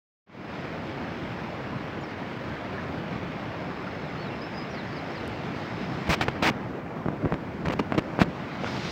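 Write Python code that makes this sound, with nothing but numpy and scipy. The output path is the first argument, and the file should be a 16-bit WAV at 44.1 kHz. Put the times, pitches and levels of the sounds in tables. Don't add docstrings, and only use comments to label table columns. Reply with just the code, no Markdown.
import sys
import numpy as np
from scipy import signal
from scipy.fft import rfft, irfft
from scipy.io import wavfile
from scipy.ndimage import uniform_filter1d

SR = 44100
rng = np.random.default_rng(int(sys.argv[2]) if len(sys.argv) > 2 else 0)


def volts(x):
    e = np.asarray(x, float) / 20
    return 10 ** e


def unload_wav(signal):
    wavfile.write(
        sys.argv[1],
        SR,
        np.round(np.clip(np.atleast_2d(signal).T, -1, 1) * 32767).astype(np.int16),
    )


N = 392931


def evened(x):
    return x / np.sqrt(np.mean(x ** 2) + 1e-20)


def read(points, hz):
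    f, value = np.transpose(points)
    return np.interp(np.log(hz + 1), np.log(f + 1), value)


def add(mix, s, sound):
    part = mix[round(s * SR):][:len(sound)]
    part += sound[:len(part)]


def coloured(x, db_of_hz):
    gain = volts(db_of_hz(np.fft.rfftfreq(len(x), 1 / SR)))
    return evened(irfft(rfft(x) * gain, len(x)))


def ramp(t, s, takes_s):
    return np.clip((t - s) / takes_s, 0, 1)


def insect(hz=5160, wander_hz=55, pulses_per_s=56):
    # (start [s], end [s], level [dB])
    trill_bouts = [(.2, 1.85, -70), (3.35, 5.4, -67), (5.45, 6.2, -64)]
    rest_db, swell_s = -77, .3
    drift = evened(uniform_filter1d(rng.standard_normal((2, N)), size=500, axis=1))
    tone = np.sin(2 * np.pi * np.cumsum(hz + wander_hz * drift[0]) / SR)
    pulse_turns = np.cumsum(pulses_per_s * (1 + .06 * drift[1])) / SR
    throb = (1 + np.cos(2 * np.pi * pulse_turns)) ** 1.4
    t = np.arange(N) / SR
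    bouts = sum(volts(db) * ramp(t, s, swell_s) * ramp(-t, -end, swell_s) for s, end, db in trill_bouts)
    rest = volts(rest_db) * (t < trill_bouts[-1][1])
    return (rest + bouts) * evened(tone * throb)


def note(db, pitch):
    ends_db = -4
    higher_db_per_khz = -2.5
    flutter_db = 3
    s, hz = np.transpose(pitch)
    t = np.arange(s[0], s[-1], 1 / SR)
    glide_hz = np.interp(t, s, hz)
    tone = np.sqrt(2) * np.sin(2 * np.pi * np.cumsum(glide_hz) / SR)
    tone *= volts(db + ends_db * np.linspace(-1, 1, len(t)) ** 2)
    tone *= signal.windows.tukey(len(t), .3)
    tone *= volts(higher_db_per_khz * (glide_hz / 1000 - 4.5))
    flutter = evened(uniform_filter1d(rng.standard_normal(8192), size=300))
    tone *= volts(flutter_db * flutter[:len(t)])
    echoes = rng.standard_normal(6000) * volts(-60 * np.arange(6000) / SR / 0.31)
    echoes *= volts(-8.0) / np.linalg.norm(echoes)
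    echoes[0] = 1
    return s[0], signal.oaconvolve(tone, echoes)


def bubbles(cycles=9, glide=.25, spread_db=4, count=14):
    level_db, per_s, low_hz, high_hz = -48.5, 150, 450, 2200
    out = np.zeros(N)
    for hz in np.geomspace(low_hz, high_hz, count):
        turns = np.arange(4000) * hz / SR
        blip = np.sin(2 * np.pi * turns * (1 + glide * turns / (4 * cycles)))
        blip *= np.exp(-2 * turns / cycles) * np.minimum(turns / 2, 1)
        strength = volts(spread_db * np.minimum(rng.exponential(1, N), 3))
        strikes = strength * (rng.random(N) < per_s / count / SR)
        out += signal.oaconvolve(strikes, blip)[:N] * (low_hz / hz) ** .3
    return volts(level_db) * evened(out)


def tick(s, db, hz, cycles):
    turns = np.arange(1500) * hz / SR
    envelope = np.exp(-2 * turns / cycles) * np.minimum(4 * turns / cycles, 1)
    return s, volts(db) * np.sin(2 * np.pi * turns) * envelope


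def creep(hz=220, width_hz=130):
    # (time of the top [s], level before a 5.5 dB trim [dB], build by 20 dB [s], die by 20 dB [s])
    surges = [(6.094, -23, .05, .06), (6.212, -28, .04, .35), (6.508, -18.5, .065, .016),
              (7.062, -31, .04, .4), (7.26, -18, .08, .02), (7.328, -18, .02, .037),
              (7.672, -23.5, .18, .2), (7.802, -20.5, .033, .048), (7.988, -20.5, .074, .032),
              (8.22, -18, .035, .04), (8.29, -27, .2, .02)]
    t = np.arange(N) / SR
    slopes_db = [db - 20 * np.maximum((s - t) / build_s, (t - s) / die_s) for s, db, build_s, die_s in surges]
    level_db = np.max(slopes_db, axis=0)
    noise = rng.standard_normal(N + N % 2)
    rumble = coloured(noise, lambda f: -10 * np.log10(1 + ((f - hz) / width_hz) ** 4))
    return volts(level_db - 5.5) * rumble[:N]


def rub(s, length, db, change_db, tilt_db):
    # (frequency [Hz], density [dB per Hz])
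    rub_spectrum = [(30, -34), (60, -10), (190, -3), (600, -3), (1000, -2.5), (1550, -5.5), (2500, -5.5),
                    (3300, -13), (4800, -18), (7500, -30), (10500, -43), (12000, -46), (14000, -36),
                    (15750, -37), (15900, -70)]
    ends_db = -3.5
    draw = rng.standard_normal((2, 8192))
    slips = draw[0] * volts(3.0 * evened(uniform_filter1d(draw[1], size=40)))
    hiss = coloured(slips, lambda f: read(rub_spectrum, f) + tilt_db * np.log2(f / 1000 + 0.055))
    count = int(np.clip(length * SR, 8, 8192))
    along = np.linspace(-1, 1, count)
    pressure_db = db + change_db * along / 2 + ends_db * along ** 2
    return s, hiss[:count] * volts(pressure_db) * signal.windows.tukey(count, min(1, 120 / count))


def knock(s, spike_db, width_ms, back_db, sign):
    # (frequency [Hz], time to die by 60 dB [s])
    hz, t60 = (165, 0.017)
    t = np.arange(-100, 3000) / SR
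    spike = volts(spike_db) * np.exp(-abs(t * 1000 / max(width_ms, .05)) ** 1.7)
    after = np.maximum(t, 0)
    back = volts(back_db - 60 * after / t60) * np.sin(2 * np.pi * hz * after)
    return s + t[0], np.sign(sign) * (spike - back)


def river(patchy_db=1.1, flicker_db=0.39, splash_db=1.0, splashes_per_s=3000, splash_share=0.27):
    # (frequency [Hz], density [dB per Hz])
    noise_spectrum = [(40, -23), (95, 1), (170, 2.5), (330, -1.5), (450, -6), (660, -6), (1000, -10),
                      (2200, -14.6), (3200, -24.3), (5000, -34), (7000, -47), (9500, -58.5), (11800, -62.5),
                      (14200, -52), (15750, -51.5), (15900, -85)]
    # (frequency [Hz], share of the cover loss [1])
    cover = [(100, 0.026), (600, 0.029), (1500, 0.34), (4000, 0.83), (8000, 0.077), (14000, 0.0024)]
    # (time [s], level [dB])
    surge = [(0, -1.5), (1.3, .5), (2, -.5), (2.8, .5), (4.7, -.2), (6.3, .7), (6.9, 0), (8.4, -.7),
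             (8.7, 0), (8.91, -.8)]
    # (time [s], gain at the top of the spray band, close to 6 kHz [dB])
    nearer_rapids = [(.3, 3.2), (3.8, 2.5), (6.1, 5.5), (6.5, 1), (8.59, 5), (8.67, 13.5), (8.8, 13.5),
                     (8.91, 18)]
    water_db = -34.7
    louder_per_spray_db = .2
    hand_s = (6.3, 6.85, 8.15, 8.55)
    hand_db = (0, 10, 6.5, 0)

    size = volts(splash_db * np.minimum(rng.exponential(1, N), 5))
    size *= rng.random(N) < splashes_per_s / SR
    splashes = evened(size * rng.standard_normal(N))
    raw = np.sqrt(1 - splash_share) * rng.standard_normal(N) + np.sqrt(splash_share) * splashes
    hz, t, z = signal.stft(raw, SR, nperseg=1024, noverlap=768)

    patches = rng.standard_normal((len(t), len(hz))).T
    patches = uniform_filter1d(patches, size=10, axis=0)
    patches = evened(uniform_filter1d(patches, size=12, axis=1))
    flicker = evened(uniform_filter1d(rng.standard_normal(len(t)), size=5))

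    spray_db = np.interp(t, *np.transpose(nearer_rapids))
    level_db = water_db + np.interp(t, *np.transpose(surge)) + louder_per_spray_db * spray_db
    cover_db = np.interp(t, hand_s, hand_db)
    shape = volts(read(noise_spectrum, hz))
    shape /= np.sqrt(np.mean(shape ** 2))
    field_db = level_db - np.outer(read(cover, hz), cover_db)
    spray = np.exp(-(np.log2(hz / 6000 + 0.0084) / 1.02) ** 2)
    field_db += np.outer(spray, spray_db)
    z = z * shape[:, None] * volts(field_db + patchy_db * patches + flicker_db * flicker)
    return signal.istft(z, SR, nperseg=1024, noverlap=768)[1][:N]


def scene():
    # (level before the pitch tilt [dB], pitch as (time [s], frequency [Hz]))
    bird_notes = [(-57, [(2.005, 6950), (2.035, 6900)]), (-54, [(2.033, 5700), (2.057, 5000)]),
                  (-63, [(4.02, 4600), (4.045, 4050), (4.1, 3200)]), (-54, [(4.165, 4050), (4.206, 4455),
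                  (4.235, 4390), (4.305, 3520)]), (-54, [(4.3, 2750), (4.345, 2700)]), (-50, [(4.41, 4800),
                  (4.44, 5240), (4.48, 5290)]), (-51, [(4.53, 4770), (4.556, 4990), (4.65, 5020)]),
                  (-54, [(4.69, 5740), (4.728, 5640), (4.758, 4540), (4.79, 4100), (4.83, 3250)]),
                  (-51, [(4.94, 5330), (4.962, 5200), (4.99, 4070), (5.003, 3850)]), (-58, [(5.075, 4290),
                  (5.104, 5340), (5.148, 5530)]), (-52, [(5.148, 5200), (5.172, 4450), (5.195, 3800)])]
    # (time [s], length [s], level [dB], change first to last [dB], brightness [dB per octave])
    strokes = [(6.069, 0.0168, -32, 0, -1.5), (6.093, 0.06, -23.5, -1, 1), (6.208, .037, -25.5, -11, -0.5),
               (6.285, 0.0086, -25, -14, -3.5), (6.423, .08, -20.5, 0, 0), (7.651, 0.015, -27, 2, -3),
               (7.67, .006, -33, 4, -4), (7.682, 0.0073, -28, -5, -1), (7.696, .018, -26, 3, -3.5),
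               (7.719, 0.0223, -31, 1, 0), (7.791, 0.015, -24.5, -9, -1.5), (7.92, 0.013, -26, -6, -6),
               (7.939, 0.019, -31, -5, -3.5), (7.977, .019, -25, -4.5, -0.5), (8.193, .024, -25.5, 9, -.5),
               (8.215, .023, -25.5, -10, -.5)]
    # (time [s], spike peak [dB], spike width [ms], swing-back starting level [dB],
    # push +1 or pull -1)
    knocks = [(6.0924, -17, .42, -10, -1), (6.095, -17.5, 4.5, -40, 1), (6.1095, -24, .4, -15, -1),
              (6.2124, -6, .09, -17, 1), (6.283, -7, .12, -13, 1), (6.4269, -9.5, .24, -11.5, 1),
              (7.0595, -17, .3, -19, -1), (7.0645, -17, .6, -24, -1), (7.0851, -11.5, .23, -13, -1),
              (7.1053, -23, .6, -20, -1), (7.2329, -21, .6, -19, -1), (7.2459, -19, .55, -21, -1),
              (7.2518, -16, .2, -28, -1), (7.257, -14, .22, -17, -1), (7.2715, -20, .5, -23, -1),
              (7.3236, -8.5, .2, -11.5, -1), (7.3416, -15.5, .11, -13, -1), (7.6562, -31, .4, -17, -1),
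              (7.671, -15, .18, -13.5, -1), (7.6831, -18, .29, -11, -1), (7.7003, -16, .2, -18, -1),
              (7.7215, -18, .32, -18, -1), (7.7382, -16, .18, -17, 1), (7.7971, -17.5, .24, -13, -1),
              (7.9225, -8.5, .15, -14, -1), (7.949, -16, .28, -20, -1), (7.9805, -11, .46, -15, -1),
              (7.9868, -7, .58, -15, -1), (8.1905, -7, .24, -14, -1), (8.2113, -15, .4, -17, 1),
              (8.215, -10, .13, -20, -1), (8.2163, -1.5, .13, -2.5, -1), (8.637, -16.5, .35, -23, -1),
              (8.6451, -12, .15, -27, -1)]
    # (time [s], level before the envelope [dB], frequency [Hz], length [cycles])
    ticks = [(2.203, -45, 4200, 6), (2.3, -48, 3600, 6), (2.781, -22, 1720, 10), (2.87, -41, 5000, 8),
             (3.872, -27, 1400, 14), (4.123, -56, 8000, 2), (5.278, -27, 9000, 1.5), (8.662, -23, 1440, 16),
             (8.684, -40, 3500, 10)]
    mix = insect() + bubbles() + creep() + river()
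    for play, table in ((note, bird_notes), (tick, ticks), (rub, strokes), (knock, knocks)):
        for row in table:
            add(mix, *play(*row))
    return mix[None]


def low_pass(x):
    return signal.sosfilt(signal.butter(12, 16810, fs=SR, output="sos"), x)


def record(dry):
    start_s, fade_s = .262, .28
    fade = ramp(np.arange(N) / SR, start_s, fade_s) ** 0.98
    finished = signal.lfilter(*signal.butter(2, 50.0, "high", fs=SR), dry * fade)
    return low_pass(finished)


dry = scene()
out = record(dry)
unload_wav(out)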